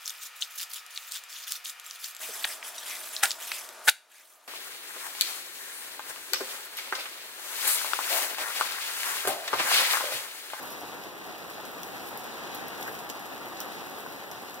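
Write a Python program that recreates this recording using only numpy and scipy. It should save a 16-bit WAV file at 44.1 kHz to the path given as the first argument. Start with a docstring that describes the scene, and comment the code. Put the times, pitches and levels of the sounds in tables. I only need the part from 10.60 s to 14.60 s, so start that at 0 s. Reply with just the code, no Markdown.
"""A garden deck in steady rain. Dense drops patter dully on boards and cushions, hiss in trees and
reeds, and tick as fine spray close by. Single near drops smack on railing and furniture, ring the
boards, slap broad leaves and plop into puddles; the house wall answers them briefly.
Two microphones are widened by subtracting a delayed copy of each from the other."""
import sys
import numpy as np
from scipy import signal
from scipy.fft import rfft, irfft, next_fast_len
from scipy.io import wavfile
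from scipy.ndimage import map_coordinates

SR = 44100
rng = np.random.default_rng(int(sys.argv[2]) if len(sys.argv) > 2 else 0)


def log_audio(samples):
    """Write samples as a 16-bit WAV file to the path given in sys.argv[1]."""
    # one column per channel
    frames = np.atleast_2d(samples).T
    # limit to full scale, then quantise
    limited = np.clip(frames, -1, 1)
    pcm = np.round(limited * 32767).astype(np.int16)
    wavfile.write(sys.argv[1], SR, pcm)


N = 176400

# Rain strength. Each row: time in seconds, relative level in dB.
DECK_LEVEL_DB = [(0.0, -43), (0.22, -43.5), (0.55, -45), (1.0, -43.5), (1.83, -42), (2.24, -41),
                 (2.55, -43), (3.13, -42.5), (3.73, -44.5), (4.0, -44.5)]
LEAF_LEVEL_DB = [(0.0, -50), (0.19, -50), (0.49, -53), (0.92, -51), (1.27, -52.5), (1.71, -49.5),
                 (2.27, -50.5), (2.44, -52.5), (3.13, -51), (4.0, -53)]
SPRAY_LEVEL_DB = [(0.0, -52), (0.28, -52.5), (0.47, -55), (1.19, -53), (1.54, -51.5), (1.92, -54.5),
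                  (2.28, -51.5), (2.56, -55), (3.23, -53), (4.0, -55)]
# Impact spectra. Each row: frequency in Hz, relative spectral density in dB.
DECK_SPECTRUM_DB = [(20, -58), (35, -20), (70, -8), (110, -7), (170, -4), (250, -2.5), (400, -3.5),
                    (620, -6.5), (750, -3.5), (950, -7), (1300, -8), (1700, -8.5), (2200, -12.5),
                    (3000, -18.5), (5000, -27), (9000, -94)]
LEAF_SPECTRUM_DB = [(700, -64), (1800, -9), (2500, 1), (3200, -3.5), (4000, 0), (5500, -6), (6400, -6),
                    (8000, -16), (11000, -13), (15500, -23)]
SPRAY_SPECTRUM_DB = [(3000, -24), (7000, -11), (8500, -10.5), (10000, -11), (12500, -6.5), (14000, -7),
                     (15500, -11)]
SMACK_SPECTRUM_DB = [(500, -22), (2200, -9), (3500, -5), (4800, -2), (6100, 1.5), (7500, -5.5), (9500, -15),
                     (16000, -34)]
SPLASH_SPECTRUM_DB = [(2000, -48), (7000, -19), (10000, -6), (13500, 2), (15500, 2.5), (17000, -31)]
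SCATTER_SPECTRUM_DB = [(1000, -15), (3000, 0), (5500, 2), (8000, -4), (10000, 3.5), (13500, 5), (15500, -7)]
SLAP_SPECTRUM_DB = [(400, -22), (1500, -6), (2600, -1), (3400, 0), (4500, -10), (6500, -19), (12000, -30)]
PLOP_SPECTRUM_DB = [(700, -24), (1250, -10), (1500, -1), (1800, 0), (2050, -12), (3000, -34)]
# Drops on railing and furniture. Each row: start in seconds, relative smack, splash and scatter
# levels in dB, left minus right in dB.
TAP_EVENTS = [(0.0271, -54, -39, -49, 2), (0.0556, -52, -43, -50, 6), (0.0739, -60, -45, -51, 0),
              (0.104, -54, -42, -47, -2), (0.1202, -48, -40.5, -51, 0), (0.21, -46, -47, -56, 2),
              (0.438, -47, -52, -57, 0), (0.6665, -56, -46, -56, 0), (0.7822, -58, -45, -57, 0),
              (0.9005, -49, -45, -51, 0), (1.0521, -43, -43, -53, 0), (1.2321, -39.5, -35.5, -52, 0),
              (1.4715, -53, -44, -48, 3), (1.5743, -49, -34, -52, 5), (1.6412, -49, -43, -52, 0),
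              (1.9472, -48, -36, -45, -1), (1.9739, -49, -45, -53, 1), (2.0826, -51, -38, -51, 5),
              (2.2075, -50, -43, -46, 3), (2.2282, -39, -38, -49, 7), (2.2755, -51, -39, -51, 6),
              (2.3225, -56, -40, -52, 7), (2.3512, -45, -50, -55, 2), (2.3891, -48, -44, -48, -1),
              (2.4918, -46, -48, -53, 0), (2.4945, -50, -44, -53, 0), (2.4993, -32.5, -41, -51, 3),
              (2.5022, -48, -41, -51, 2), (2.5951, -51, -44, -52, -1), (2.6568, -47, -47, -59, -1),
              (2.9723, -44, -52, -59, 3), (3.0037, -34, -30.5, -46, 1), (3.0148, -45, -40, -52, -1),
              (3.1201, -55, -46, -54, 3), (3.3857, -55, -41, -54, 4), (3.5235, -56, -46, -55, 0),
              (3.7139, -41, -44, -51, 8), (3.8968, -56, -46, -59, 10), (3.9429, -45, -43, -55, 5)]
# Drips on boards. Each row: start in seconds, relative level in dB, pitch in Hz, T60 in seconds.
DRIP_EVENTS = [(.231, -31, 840, .025), (.692, -32, 700, .02), (.706, -32, 730, .02), (.849, -29, 790, .012),
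               (.891, -28, 1090, .018), (1.002, -27, 940, .012), (1.241, -32, 380, .03),
               (1.422, -32, 724, .012), (1.986, -23.5, 800, .016), (2.263, -33, 748, .035),
               (2.501, -31, 420, .025), (3.0115, -27, 705, .035), (3.061, -28, 710, .012),
               (3.24, -31, 730, .02), (3.266, -31, 720, .018), (3.385, -30, 810, .025),
               (3.463, -27, 778, .025), (3.718, -32, 770, .02)]
# Wet board modes. Each row: multiple of the pitch, relative level in dB.
BOARD_MODES = [(.45, -1), (1, 1), (1.4, -1.5), (1.95, -4)]
# Fat drops on leaves, then on puddles. Each row: start in seconds, level in dB.
SLAP_EVENTS = [(.436, -44), (.703, -42), (.749, -42), (1.001, -42), (1.232, -42), (1.240, -44),
               (1.485, -43), (1.785, -43), (1.941, -39), (2.2235, -36), (2.351, -41), (2.4995, -41),
               (3.0115, -39), (3.206, -41), (3.714, -45)]
PLOP_EVENTS = [(2.263, -38), (2.278, -33.5)]
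# Microphone likeness in rain from all round. Each row: frequency in Hz, correlation from -1 to 1.
MIC_CORRELATION = [(30, 1), (100, 0.92), (300, 0.88), (600, 0.42), (1000, 0.18), (1600, -0.35),
                   (2500, 0.21), (5000, -0.024), (15000, 0.015)]
# Widening. Each row: frequency in Hz, share of the delayed other channel subtracted.
CROSS_SHARE = [(40, .9), (300, .7), (1100, .86), (2200, .88), (3300, .83), (4400, .67), (5600, .66),
               (6700, .55), (7800, .58), (8900, .25), (11000, .16), (15000, .13)]
# Microphone sensitivity. Each row: frequency in Hz, left minus right in dB.
MIC_BALANCE_DB = [(100, 2), (700, 0.1), (1100, 1), (1550, 1.5), (2200, 1.5), (4500, 0), (6400, 1.5),
                  (7600, 0), (9500, 3.5), (12000, 0.5), (13500, 2.5), (15200, -10.5)]


def amp(db):
    """Decibels to gain."""
    return 10 ** (np.asarray(db) / 20)


def unit(x):
    """Scale to rms 1."""
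    return x / np.sqrt(np.mean(x ** 2) + 1e-20)


def along(points, hz):
    """Interpolate (Hz, value) points on a log axis."""
    knots_hz, values = np.transpose(points)
    return np.interp(np.log(hz + 1), np.log(knots_hz + 1), values)


def curve(rows):
    """Interpolate (s, value) points to one value per sample."""
    return np.interp(np.arange(N) / SR, *np.transpose(rows))


def wobble(rate_hz):
    """Smooth random curve through rate_hz knots a second."""
    knots = rng.standard_normal(int(N * rate_hz / SR) + 4)
    return map_coordinates(knots, [np.arange(N) * rate_hz / SR])


def envelope(t, rise_s, t60_s, rise_power=1):
    """Fast rise, exponential decay."""
    return (1 - np.exp(-t / rise_s)) ** rise_power * amp(-60 * t / t60_s)


def filtered(x, response):
    """Apply a complex response, given as a function of Hz."""
    size = next_fast_len(N + SR // 2)
    return irfft(rfft(x, size) * response(np.fft.rfftfreq(size, 1 / SR)), size)[..., :N]


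def add(out, start_s, sound):
    """Mix a sound into out."""
    part = out[..., max(0, round(start_s * SR)):][..., :sound.shape[-1]]
    part += sound[..., :part.shape[-1]]


def impacts(count, spread_db):
    """Two channels of randomly timed impulses, many small, a few large."""
    when, strength, direction = rng.random((count, 3)).T
    size = amp(spread_db * np.minimum(-np.log(1 - strength), 4))
    angle = 2 * np.pi * direction
    at = (when * N).astype(int)
    return unit(np.array([np.bincount(at, size * way, N) for way in (np.cos(angle), np.sin(angle))]))


def shower(spectrum_db, drops, wash_db):
    """Separate drops over the merged wash of far ones, coloured by what they hit; stereo, rms 1."""
    def mid_side(hz):
        angle = np.arccos(np.clip(along(MIC_CORRELATION, hz), -1, 1)) / 2
        return amp(along(spectrum_db, hz)) * [np.cos(angle), np.sin(angle)]

    wash = amp(wash_db) * rng.standard_normal((2, N))
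    mid, side = filtered(drops + wash, mid_side)
    return unit(np.array([mid + side, mid - side]))


def burst(spectrum_db, shape):
    """Stereo coloured noise under an envelope, rms 1 at its peak."""
    n = len(shape)
    gain = amp(along(spectrum_db, np.fft.rfftfreq(n, 1 / SR)))
    noise = irfft(rfft(rng.standard_normal((2, n))) * gain, n) * shape
    return noise / np.linalg.norm(noise, axis=1, keepdims=True) * np.linalg.norm(shape) / shape.max()


def deck_patter(gain_db=3):
    """Dense dull impacts on boards, cushions and a folded parasol."""
    patter = shower(DECK_SPECTRUM_DB, impacts(count=3200, spread_db=1.5), wash_db=2.0)
    flutter_db = .75 * wobble(rate_hz=45)
    return amp(curve(DECK_LEVEL_DB) + gain_db + flutter_db) * patter


def leaf_rustle(gain_db=2):
    """Rain hisses in trees and reeds."""
    rustle = shower(LEAF_SPECTRUM_DB, impacts(count=2200, spread_db=2.5), wash_db=3.5)
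    flutter_db = 1.1 * wobble(rate_hz=18)
    return amp(curve(LEAF_LEVEL_DB) + gain_db + flutter_db) * rustle


def fine_spray(gain_db=3):
    """Tiny droplets tick on wet surfaces close by."""
    ticks = shower(SPRAY_SPECTRUM_DB, impacts(count=900, spread_db=3), wash_db=5)
    flutter_db = .9 * wobble(rate_hz=32)
    return amp(curve(SPRAY_LEVEL_DB) + gain_db + flutter_db) * ticks


def furniture_taps(smack_gain_db=5.7, splash_gain_db=5.3, scatter_gain_db=3.5, tail_gain_db=-11):
    """A near drop gives a millisecond of smack and bright splash; its droplets scatter with a hiss."""
    t = np.arange(SR // 8) / SR
    hit = envelope(t, rise_s=.00025, t60_s=.0044, rise_power=2)
    scatter = envelope(t, rise_s=.002, t60_s=.075)
    out = np.zeros((2, N))
    for start_s, smack_db, splash_db, scatter_db, pan_db in TAP_EVENTS:
        smack = amp(smack_db + smack_gain_db) * burst(SMACK_SPECTRUM_DB, hit)
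        splash = amp(splash_db + splash_gain_db) * burst(SPLASH_SPECTRUM_DB, hit)
        droplets = amp(scatter_db + scatter_gain_db) * burst(SCATTER_SPECTRUM_DB, scatter)
        tail = amp(smack_db + tail_gain_db) * burst(SMACK_SPECTRUM_DB, scatter)
        pan = unit(amp([[pan_db / 2], [-pan_db / 2]]))
        add(out, start_s, (smack + splash) * pan + tail + droplets)
    return out


def wall_echo(x, gain_db=-11):
    """Short diffuse reflection from house and deck."""
    t = np.arange(SR // 4) / SR
    tail = rng.standard_normal((2, len(t))) * envelope(t, rise_s=.011, t60_s=.07)
    return amp(gain_db) * signal.fftconvolve(x, tail / np.linalg.norm(tail[0]), axes=1)[:, :N]


def board_drips(gain_db=-5):
    """Heavy drips knock the boards, which ring for a few cycles."""
    t = np.arange(SR // 10) / SR
    out = np.zeros((2, N))
    for start_s, level_db, pitch_hz, t60_s in DRIP_EVENTS:
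        shape = envelope(t, rise_s=.0003, t60_s=t60_s)
        ring = sum(amp(mode_db) * np.sin(2 * np.pi * pitch_hz * ratio * t + rng.normal(0, 1, (2, 1)))
                   for ratio, mode_db in BOARD_MODES)
        add(out, start_s, amp(level_db + gain_db) * shape * unit(ring))
    return out


def leaf_slaps():
    """Fat drops hit broad leaves: papery, lower and longer than a smack on furniture."""
    shape = envelope(np.arange(SR // 16) / SR, rise_s=.0005, t60_s=.021)
    out = np.zeros((2, N))
    for start_s, level_db in SLAP_EVENTS:
        add(out, start_s, amp(level_db) * burst(SLAP_SPECTRUM_DB, shape))
    return out


def puddle_plops():
    """Fat drops hit standing water: short and hollow."""
    shape = envelope(np.arange(SR // 10) / SR, rise_s=.002, t60_s=.055)
    out = np.zeros((2, N))
    for start_s, level_db in PLOP_EVENTS:
        add(out, start_s, amp(level_db) * burst(PLOP_SPECTRUM_DB, shape))
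    return out


def scene():
    """Steady rain, near drops and their echo."""
    near = furniture_taps() + board_drips() + leaf_slaps() + puddle_plops()
    return deck_patter() + leaf_rustle() + fine_spray() + near + wall_echo(near)


def record(dry):
    """Microphone pair: stereo widening, unequal sensitivity, band limit."""
    delay_s, top_hz = 20 / SR, 15750
    share = lambda hz: np.clip(along(CROSS_SHARE, hz), 0, 1)
    own = lambda hz: 1 / np.sqrt(1 + share(hz) ** 2)
    other = lambda hz: share(hz) * own(hz) * np.exp(-2j * np.pi * hz * delay_s)
    wide = filtered(dry, own) - filtered(dry[::-1], other)
    balance = lambda hz: amp(np.outer([.5, -.5], along(MIC_BALANCE_DB, hz)))
    return filtered(wide, lambda hz: balance(hz) * (hz < top_hz))


dry = scene()
out = record(dry)
log_audio(out)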